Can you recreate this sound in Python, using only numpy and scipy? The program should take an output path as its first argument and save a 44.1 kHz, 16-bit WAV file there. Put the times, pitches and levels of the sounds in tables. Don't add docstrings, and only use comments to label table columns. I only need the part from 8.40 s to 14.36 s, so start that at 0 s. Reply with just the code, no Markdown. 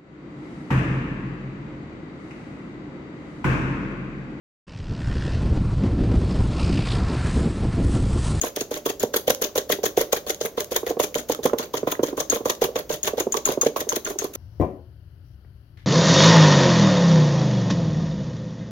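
import sys
import numpy as np
from scipy import signal
from scipy.fft import rfft, irfft
from scipy.io import wavfile
from scipy.ndimage import uniform_filter1d

SR = 44100
rng = np.random.default_rng(int(sys.argv[2]) if len(sys.argv) > 2 else 0)


def inscribe(sig):
    pcm = np.round(np.clip(np.atleast_2d(sig).T, -1, 1) * 32767)
    wavfile.write(sys.argv[1], SR, pcm.astype(np.int16))


N = 262836

# the wires bite as they land, drag, then bunch up and skip before they lift.
# start_s, drag_db, bite_db, skip_after_s, skip_db
STROKES = [(.015, -34, -33, 0.051, -28.5), (0.159, -37.5, -25.5, 0.054, -25), (0.307, -36, -49, 0.057, -36),
           (.456, -37.5, -20.5, 0.043, -24.5), (0.598, -35, -36, 0.034, -26),
           (.737, -34, -26.5, 0.03, -17.5), (0.873, -33, -22, 0.031, -16.5),
           (1.014, -29.5, -26, 0.029, -21), (1.152, -30, -43, .028, -18.5), (1.292, -29, -28.5, 0.033, -18),
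           (1.430, -31, -36, 0.031, -18.5), (1.569, -30.5, -22, .043, -22.5),
           (1.722, -36, -19.5, .047, -25), (1.863, -35, -53, 0.039, -21), (2.007, -38, -26.5, 0.05, -23.5),
           (2.171, -34.5, -39, 0.034, -29), (2.310, -35.5, -32, .055, -15), (2.463, -34, -29.5, 0.03, -48),
           (2.594, -33.5, -22, 0.047, -22), (2.746, -35, -26.5, .044, -29.5),
           (2.889, -33, -28.5, 0.03, -32.5), (3.03, -31.5, -36, 0.031, -23.5),
           (3.183, -37, -27, 0.048, -29), (3.335, -36, -34, 0.042, -25.5), (3.47, -38, -29, 0.052, -21),
           (3.63, -38, -26, 0.051, -55), (3.767, -35.5, -51, .040, -22.5), (3.898, -30.5, -43, 0.054, -44),
           (4.052, -35, -28.5, .050, -19.5), (4.212, -30, -25.5, 0.03, -20.5),
           (4.356, -36.5, -27, 0.037, -24.5), (4.492, -31, -39, 0.042, -39), (4.634, -32, -40, 0.044, -20),
           (4.77, -33.5, -50, 0.033, -22.5), (4.917, -41, -41, 0.056, -24), (5.052, -31, -26.5, 0.062, -39),
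           (5.213, -37.5, -29, 0.054, -25), (5.361, -37.5, -27, 0.047, -25),
           (5.488, -38, -36, 0.074, -22.5), (5.65, -36, -49, 0.057, -36), (5.786, -38.5, -29, 0.059, -30),
           (5.933, -44, -47, 0.022, -30.5)]
# start_s, level_db
TAPS = [(0.162, -26), (.342, -24), (.631, -22), (0.74, -30), (0.948, -22.5), (1.157, -26), (1.433, -29),
        (1.946, -29), (2.206, -21), (2.245, -28), (2.466, -28), (2.744, -26), (2.948, -26), (3.134, -36),
        (3.186, -21), (4.151, -34), (4.364, -37), (4.943, -22), (5.525, -21)]
# start_s, level_db
PINGS = [(0.014, -13.5), (0.596, -23.5), (1.725, -18.5), (2.751, -23.5), (3.518, -23), (3.631, -26),
         (3.8987, -9.5), (4.63, -16), (4.922, -14.5), (5.054, -10), (5.2126, -9.5), (5.491, -13.5),
         (5.648, -20), (5.787, -16.5)]
# pitch_hz, level_db, fade_s
STEEL_TONES = [(6530, -25, 0.0089), (6150, 5, 0.051), (6640, 19, 0.032), (6620, 17, 0.038),
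               (6230, 0, 0.054)]
# start_s, level_db, squelch_db
PLOPS = [(.035, -24.5, -27), (.168, -26.5, -35), (.211, -23.5, -55), (.312, -23, -42), (.372, -37, -56),
         (.460, -18.5, -29.5), (.496, -26, -46), (.634, -14.5, -45), (.739, -21, -35), (.760, -21, -40),
         (.878, -14.5, -37), (.899, -17, -34), (1.017, -22.5, -32), (1.155, -21.5, -31.5),
         (1.178, -19.5, -39), (1.298, -18.5, -32), (1.386, -27.5, -54), (1.436, -18, -34),
         (1.460, -24.5, -48), (1.575, -11, -35), (1.610, -20, -40), (1.729, -16.5, -27.5),
         (1.864, -30, -42), (1.899, -21.5, -46), (2.010, -22, -43), (2.048, -23.5, -45), (2.177, -20, -32),
         (2.316, -22.5, -40), (2.360, -22.5, -30), (2.430, -24, -42), (2.466, -23, -45), (2.505, -18, -37),
         (2.568, -23, -42), (2.597, -16, -23.5), (2.636, -23.5, -39), (2.755, -20, -31.5),
         (2.787, -29, -53), (2.896, -17, -36), (2.989, -25, -47), (3.053, -12.5, -23), (3.132, -14, -30.5),
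         (3.195, -24.5, -28.5), (3.339, -22.5, -27.5), (3.430, -19.5, -39), (3.472, -19, -26.5),
         (3.520, -25.5, -31), (3.592, -17.5, -33.5), (3.631, -16.5, -31.5), (3.726, -25, -43.5),
         (3.776, -23, -28), (3.802, -24.5, -34), (3.927, -19, -33), (3.959, -25, -32), (4.004, -26.5, -43),
         (4.055, -18.5, -27), (4.096, -23.5, -27.5), (4.218, -13, -28), (4.242, -19.5, -30),
         (4.286, -26, -50), (4.358, -19, -25), (4.501, -21.5, -30.5), (4.674, -24.5, -27),
         (4.733, -23, -47), (4.778, -19.5, -37), (4.804, -22, -34), (4.867, -18.5, -44), (4.947, -23, -30),
         (4.968, -23.5, -48), (5.088, -18, -26.5), (5.115, -24, -40), (5.173, -19.5, -40),
         (5.230, -22.5, -29.5), (5.263, -12.5, -47), (5.361, -27.5, -24.5), (5.411, -26.5, -39),
         (5.468, -28, -48), (5.528, -25, -44), (5.565, -25.5, -43), (5.672, -30.5, -34), (5.704, -26, -42),
         (5.755, -31.5, -61), (5.819, -27, -36.5), (5.840, -24.5, -39)]
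# time_s, level_db
WHISK_DEPTH = [(0, 6), (1.0, -1), (2.0, -4), (3.1, 3), (3.7, 6.5), (4.5, -2.5), (5.25, 2.5), (5.9, -5)]
# start_s, level_db, pitch_hz
POPS = [(0.74, -22.5, 1570), (2.744, -27.5, 2070), (2.948, -34, 1220), (3.097, -29.5, 1310),
        (3.552, -32, 1810), (3.922, -24.5, 1260), (4.942, -20, 1105), (5.075, -22.5, 1160),
        (5.219, -27, 1200), (5.52, -23, 1123), (5.665, -26.5, 1470)]
# pitch_hz, level_db, fade_s
BOWL_TONES = [(318.7, -23, 0.15), (392.2, -18.5, 0.13), (425, -25.5, 0.065), (505, -37, 0.24),
              (596.5, -18, 0.11)]
# frequency_hz, level_db
SCRAPE_SPECTRUM = [(700, -9), (1400, -2.5), (1950, 0), (2600, -8), (3350, 5.5), (4000, -1.5), (5100, -2),
                   (6000, 4), (6600, 8), (7400, -6.5), (8400, -13), (10800, -1), (13000, -1.5), (15500, -2)]
SQUELCH_SPECTRUM = [(300, -34), (600, 4.5), (820, -8.5), (1060, 1), (1350, -11), (1900, -21.5), (3000, -27),
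                    (8000, -56)]
THUD_SPECTRUM = [(25, -24), (60, -2), (100, 6), (160, 8.5), (260, -12.5), (400, 6), (1000, -36)]
ROOM_SPECTRUM = [(25, -21), (60, 1), (95, -6), (200, -5.5), (500, -4.5), (1000, -19.5), (3000, -28.5),
                 (6500, -24), (8500, -42), (15000, -24.5)]
# frequency_hz, fade_s
ECHO_FADES = [(200, 0.35), (550, 0.41), (1400, 0.15), (4000, 0.24), (12000, 0.22)]

BITE_AFTER_S, BITE_S, SKIP_S = 0.00745, 0.0099, 0.0094
LIFT_AFTER_S = 0.0086
PLUNGE_HZ, WAKE_HZ, POCKET_GROWTH_S = 493.2, 433.4, 0.024
SMALL_PLOP_DB, SMALL_SQUELCH_DB = -31, -43.5
TYPICAL_PLOP_DB, PLOP_FADE_S, SNAP_SHARE = -21, .04, .3
FAINT_POP_DB, FAINT_POP_HZ, FAINT_POP_AFTER_S = -46, 1380, 0.057


def drag_force(rise_s, release_s):
    force, t = np.zeros(N), seconds(.2)
    for start, drag_db, _, skip_after_s, _ in STROKES:
        lifted_s = np.maximum(t - skip_after_s - LIFT_AFTER_S, 0)
        add(force, start, from_db(drag_db) * np.minimum(t / rise_s, 1) * np.exp(-lifted_s / release_s))
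    return force


def wire_pressure(force, rattle_db):
    bursts, t = np.zeros(N), seconds(.04) - .02
    for start, _, bite_db, skip_after_s, skip_db in STROKES:
        for after_s, db, length_s in (BITE_AFTER_S, bite_db, BITE_S), (skip_after_s, skip_db, SKIP_S):
            add(bursts, start + after_s + t[0], from_db(db) * np.exp(-2 * (t / length_s) ** 2))
    return np.hypot(force, from_db(rattle_db) * bursts)


def wire_scrape(pressure, level_db, hard_db):
    grain = flicker(tiny_hits(per_s=8000, spread_db=4.5), depth_db=8.5, hold_s=.006)
    scrape = from_db(level_db) * colour(pressure * grain, SCRAPE_SPECTRUM)
    hardness = (pressure / from_db(hard_db)) ** 0.39
    sizzle = pressure * hardness * tiny_hits(per_s=7700, spread_db=16.0)
    return (scrape + high_pass(sizzle, edge_hz=13600)) * pan(left_db=3.5)


def flicker(x, depth_db, hold_s):
    out, rest = 0, x
    steps = np.arange(N) / SR / hold_s
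    for edge_hz in np.geomspace(14000, 900, 13):
        lower = signal.sosfiltfilt(signal.butter(2, edge_hz, fs=SR, output="sos"), rest)
        swings = np.clip(rng.standard_normal(int(N / SR / hold_s) + 2), -1.8, 1.8)
        out = out + (rest - lower) * from_db(depth_db * np.interp(steps, np.arange(len(swings)), swings))
        rest = lower
    return rms_one(out + rest)


def wire_taps(decay_s, level_db):
    out, t = np.zeros((2, N)), seconds(.02)
    for start, db in TAPS:
        add(out, start, from_db(db + level_db) * np.exp(-t / decay_s) * rng.standard_normal((2, len(t))))
    return colour(out, SCRAPE_SPECTRUM)


def wire_pings(ring_db, tick_db, chatter_s, detune):
    out, t = np.zeros((2, N)), seconds(.08)
    for start, db in PINGS:
        chatter = rng.standard_normal((2, len(t))) * np.exp(-t / chatter_s)
        tuning = 1 + detune * rng.standard_normal()
        tone = sum(from_db(tone_db) * ring(chatter, hz * tuning, fade_s)
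                   for hz, tone_db, fade_s in STEEL_TONES)
        tone = np.array([rms_one(channel) for channel in tone])
        tick = rms_one(signal.lfilter([1, -2, 1], [1], chatter))
        add(out, start, from_db(db) * (from_db(ring_db) * tone + from_db(tick_db) * tick))
    return out * pan(left_db=4.5)


def air_pockets():
    stroke_starts = np.array([start for start, *_ in STROKES])
    small = [(start + skip_after_s, SMALL_PLOP_DB, SMALL_SQUELCH_DB)
             for start, _, _, skip_after_s, _ in STROKES]
    start_s, level_db, squelch_db = np.transpose(PLOPS + small)
    stroke = np.searchsorted(stroke_starts, start_s + BITE_S) - 1
    age_s = np.maximum(start_s - stroke_starts[stroke], 0)
    pitch_hz = WAKE_HZ + (PLUNGE_HZ - WAKE_HZ) * np.exp(-age_s / POCKET_GROWTH_S)
    return np.column_stack([start_s, level_db, pitch_hz, squelch_db])


def bubble(hz, fade_s, rise_s, glide, wobble):
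    t = seconds(.1)
    waver = rms_one(uniform_filter1d(rng.standard_normal(len(t)), size=80))
    climb = np.minimum(t / fade_s, 1) - .25
    pitch_hz = hz * (1 + glide * climb + wobble * np.clip(waver, -2, 2))
    swell = (1 - np.exp(-(t / rise_s) ** 2)) * from_db(-60 * t / fade_s)
    return swell / swell.max() * np.sin(2 * np.pi * np.cumsum(pitch_hz) / SR)


def plops(pockets, depth, level_db, trough_db, trough_ratio, split_db):
    rings, troughs = np.zeros(N), np.zeros(N)
    for start, db, hz, _ in pockets:
        stretch = from_db(SNAP_SHARE * (TYPICAL_PLOP_DB - db))
        gain, fade_s = from_db(db) / np.sqrt(stretch), PLOP_FADE_S * stretch
        add(rings, start, gain * bubble(hz, fade_s, rise_s=0.0021 * stretch, glide=0.088, wobble=0.14))
        trough = bubble(hz * trough_ratio, fade_s=0.048, rise_s=0.0025, glide=0.074, wobble=0.1)
        add(troughs, start, gain * from_db(trough_db) * trough)
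        for later, higher in rng.random((2, 2)):
            split = bubble(hz * (1.25 + 0.54 * higher), fade_s=0.014, rise_s=0.0011, glide=0.094, wobble=0.12)
            add(rings, start + later * fade_s / 4, gain * from_db(split_db) * split)
    batter = from_db(level_db) * (rings + depth * troughs)[None]
    return high_pass(batter, edge_hz=252)


def squelches(pockets, rise_s, decay_s, level_db):
    spray, t = np.zeros(N), seconds(.08)
    burst = (1 - np.exp(-t / rise_s)) * np.exp(-t / decay_s)
    for start, _, _, squelch_db in pockets:
        add(spray, start, from_db(squelch_db + level_db) * burst)
    middle, side = colour(spray * tiny_hits(per_s=3600, spread_db=4.0), SQUELCH_SPECTRUM)
    side = high_pass(side, edge_hz=850)
    return np.array([middle + side, middle - side]) * pan(left_db=-6.0)


def pops(cycles, level_db):
    out = np.zeros(N)
    faint = [(start + FAINT_POP_AFTER_S * rng.uniform(.8, 1.4), FAINT_POP_DB,
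              FAINT_POP_HZ * rng.uniform(0.74, 1.21)) for start, *_ in STROKES]
    for start, db, hz in POPS + faint:
        chirp = bubble(hz, fade_s=cycles / hz, rise_s=0.00014, glide=0.079, wobble=.1)
        add(out, start, from_db(db + level_db) * chirp)
    return out * pan(left_db=-15.0) * [[-1], [1]]


def crackle(pressure, per_s, cycles, level_db):
    pitches_hz = np.geomspace(1350, 4600, 24)
    bursts = pressure * tiny_hits(per_s, spread_db=2.0)
    choice = rng.integers(0, len(pitches_hz), N)
    rings = sum(ring(bursts * (choice == k), hz, cycles / hz) * np.sqrt(hz / cycles / SR)
                for k, hz in enumerate(pitches_hz))
    wide = rings - 0.16 * rings[::-1]
    return from_db(level_db) * wide * pan(left_db=-1.0)


def bowl_hum(push, level_db):
    return from_db(level_db) * sum(from_db(db) * ring(push, hz, fade_s) for hz, db, fade_s in BOWL_TONES)


def thuds(batter, level_db):
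    shove = np.sqrt(np.abs(uniform_filter1d(batter ** 2, size=700)))
    return from_db(level_db) * colour(shove * rng.standard_normal((1, N)), THUD_SPECTRUM)


def kitchen_echo(x, delay_s):
    t = seconds(.4)
    centres_hz, fades_s = np.transpose(ECHO_FADES)
    edges_hz, tail = np.geomspace(100, 18000, 9), 0
    for low, high in zip(edges_hz, edges_hz[1:]):
        band_pass = signal.butter(2, [low, high], "band", fs=SR, output="sos")
        band = signal.sosfilt(band_pass, rng.standard_normal((len(x), len(t))))
        fade_s = np.interp(np.log(low * high) / 2, np.log(centres_hz), fades_s)
        tail = tail + band * from_db(-60 * t / fade_s)
    tail = tail * np.clip(t / delay_s - 1, 0, 1)
    return signal.fftconvolve(x, rms_one(tail) / np.sqrt(len(t)), axes=-1)[:, :N]


def room_noise(level_db):
    air = rng.standard_normal((1, N)) + from_db(-9.5) * rng.standard_normal((2, N))
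    return from_db(level_db) * colour(air, ROOM_SPECTRUM)


def tiny_hits(per_s, spread_db):
    sizes = from_db(spread_db * np.clip(rng.standard_normal(N), -2, 2))
    return rms_one((rng.random(N) < per_s / SR) * sizes * rng.standard_normal((2, N)))


def ring(x, hz, fade_s):
    decay, angle = from_db(-60 / (fade_s * SR)), 2 * np.pi * hz / SR
    return signal.lfilter([0, np.sin(angle)], [1, -2 * decay * np.cos(angle), decay * decay], x + 1e-18)


def colour(x, spectrum, size=4096):
    hz, db = np.transpose(spectrum)
    gain = rms_one(from_db(np.interp(np.log(np.fft.rfftfreq(size, 1 / SR) + 1), np.log(hz), db)))
    cepstrum = irfft(np.log(gain))[:size // 2]
    cepstrum[1:] *= 2
    click_response = irfft(np.exp(rfft(cepstrum, size)))
    return signal.fftconvolve(x, click_response[None], axes=-1)[:, :N]


def high_pass(x, edge_hz):
    return signal.sosfilt(signal.butter(2, edge_hz, "high", fs=SR, output="sos"), x)


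def pan(left_db):
    return from_db(np.array([[left_db], [-left_db]]) / 2)


def to_stereo(x, left_db, lag_s):
    t = np.arange(N) / SR
    return np.array([x[0], np.interp(t - lag_s, t, x[0])]) * pan(left_db)


def add(track, start_s, sound):
    i = int(np.clip(round(start_s * SR), 0, N - 1))
    track[..., i:i + sound.shape[-1]] += sound[..., :N - i]


def from_db(db):
    return 10 ** (np.asarray(db) / 20)


def rms_one(x):
    return x / np.sqrt(np.mean(x ** 2) + 1e-20)


def seconds(length_s):
    return np.arange(int(length_s * SR)) / SR


def scene():
    force = drag_force(rise_s=0.004, release_s=0.015)
    pressure = wire_pressure(force, rattle_db=-1.0)
    depth = from_db(np.interp(np.arange(N) / SR, *np.transpose(WHISK_DEPTH)))
    steel = wire_scrape(pressure, level_db=1.0, hard_db=-20.5) + wire_taps(decay_s=0.001, level_db=6.5)
    steel = steel + wire_pings(ring_db=-15.0, tick_db=-24.5, chatter_s=0.0044, detune=0.0158)
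    pockets = air_pockets()
    wet = squelches(pockets, rise_s=0.00013, decay_s=0.0094, level_db=4.0) + pops(cycles=33, level_db=2.5)
    bright = steel + wet + crackle(pressure, per_s=900, cycles=40, level_db=8.0)
    batter = plops(pockets, depth, level_db=6.5, trough_db=-12.5, trough_ratio=0.612, split_db=-12.0)
    rubbing = force * rng.standard_normal((1, N))
    hum = bowl_hum(batter, level_db=-39.5) + bowl_hum(rubbing, level_db=-10.5)
    low = batter + hum + thuds(depth * batter, level_db=-25.0)
    low = low + from_db(-14.5) * kitchen_echo(low, delay_s=0.0039)
    bright = bright + from_db(-12.5) * kitchen_echo(bright, delay_s=0.0029)
    return bright + to_stereo(low, left_db=-3.5, lag_s=0.0001) + room_noise(level_db=-48.0)


def record(dry):
    return signal.sosfilt(signal.ellip(10, .2, 70, 15900, fs=SR, output="sos"), dry)


dry = scene()
out = record(dry)
inscribe(out)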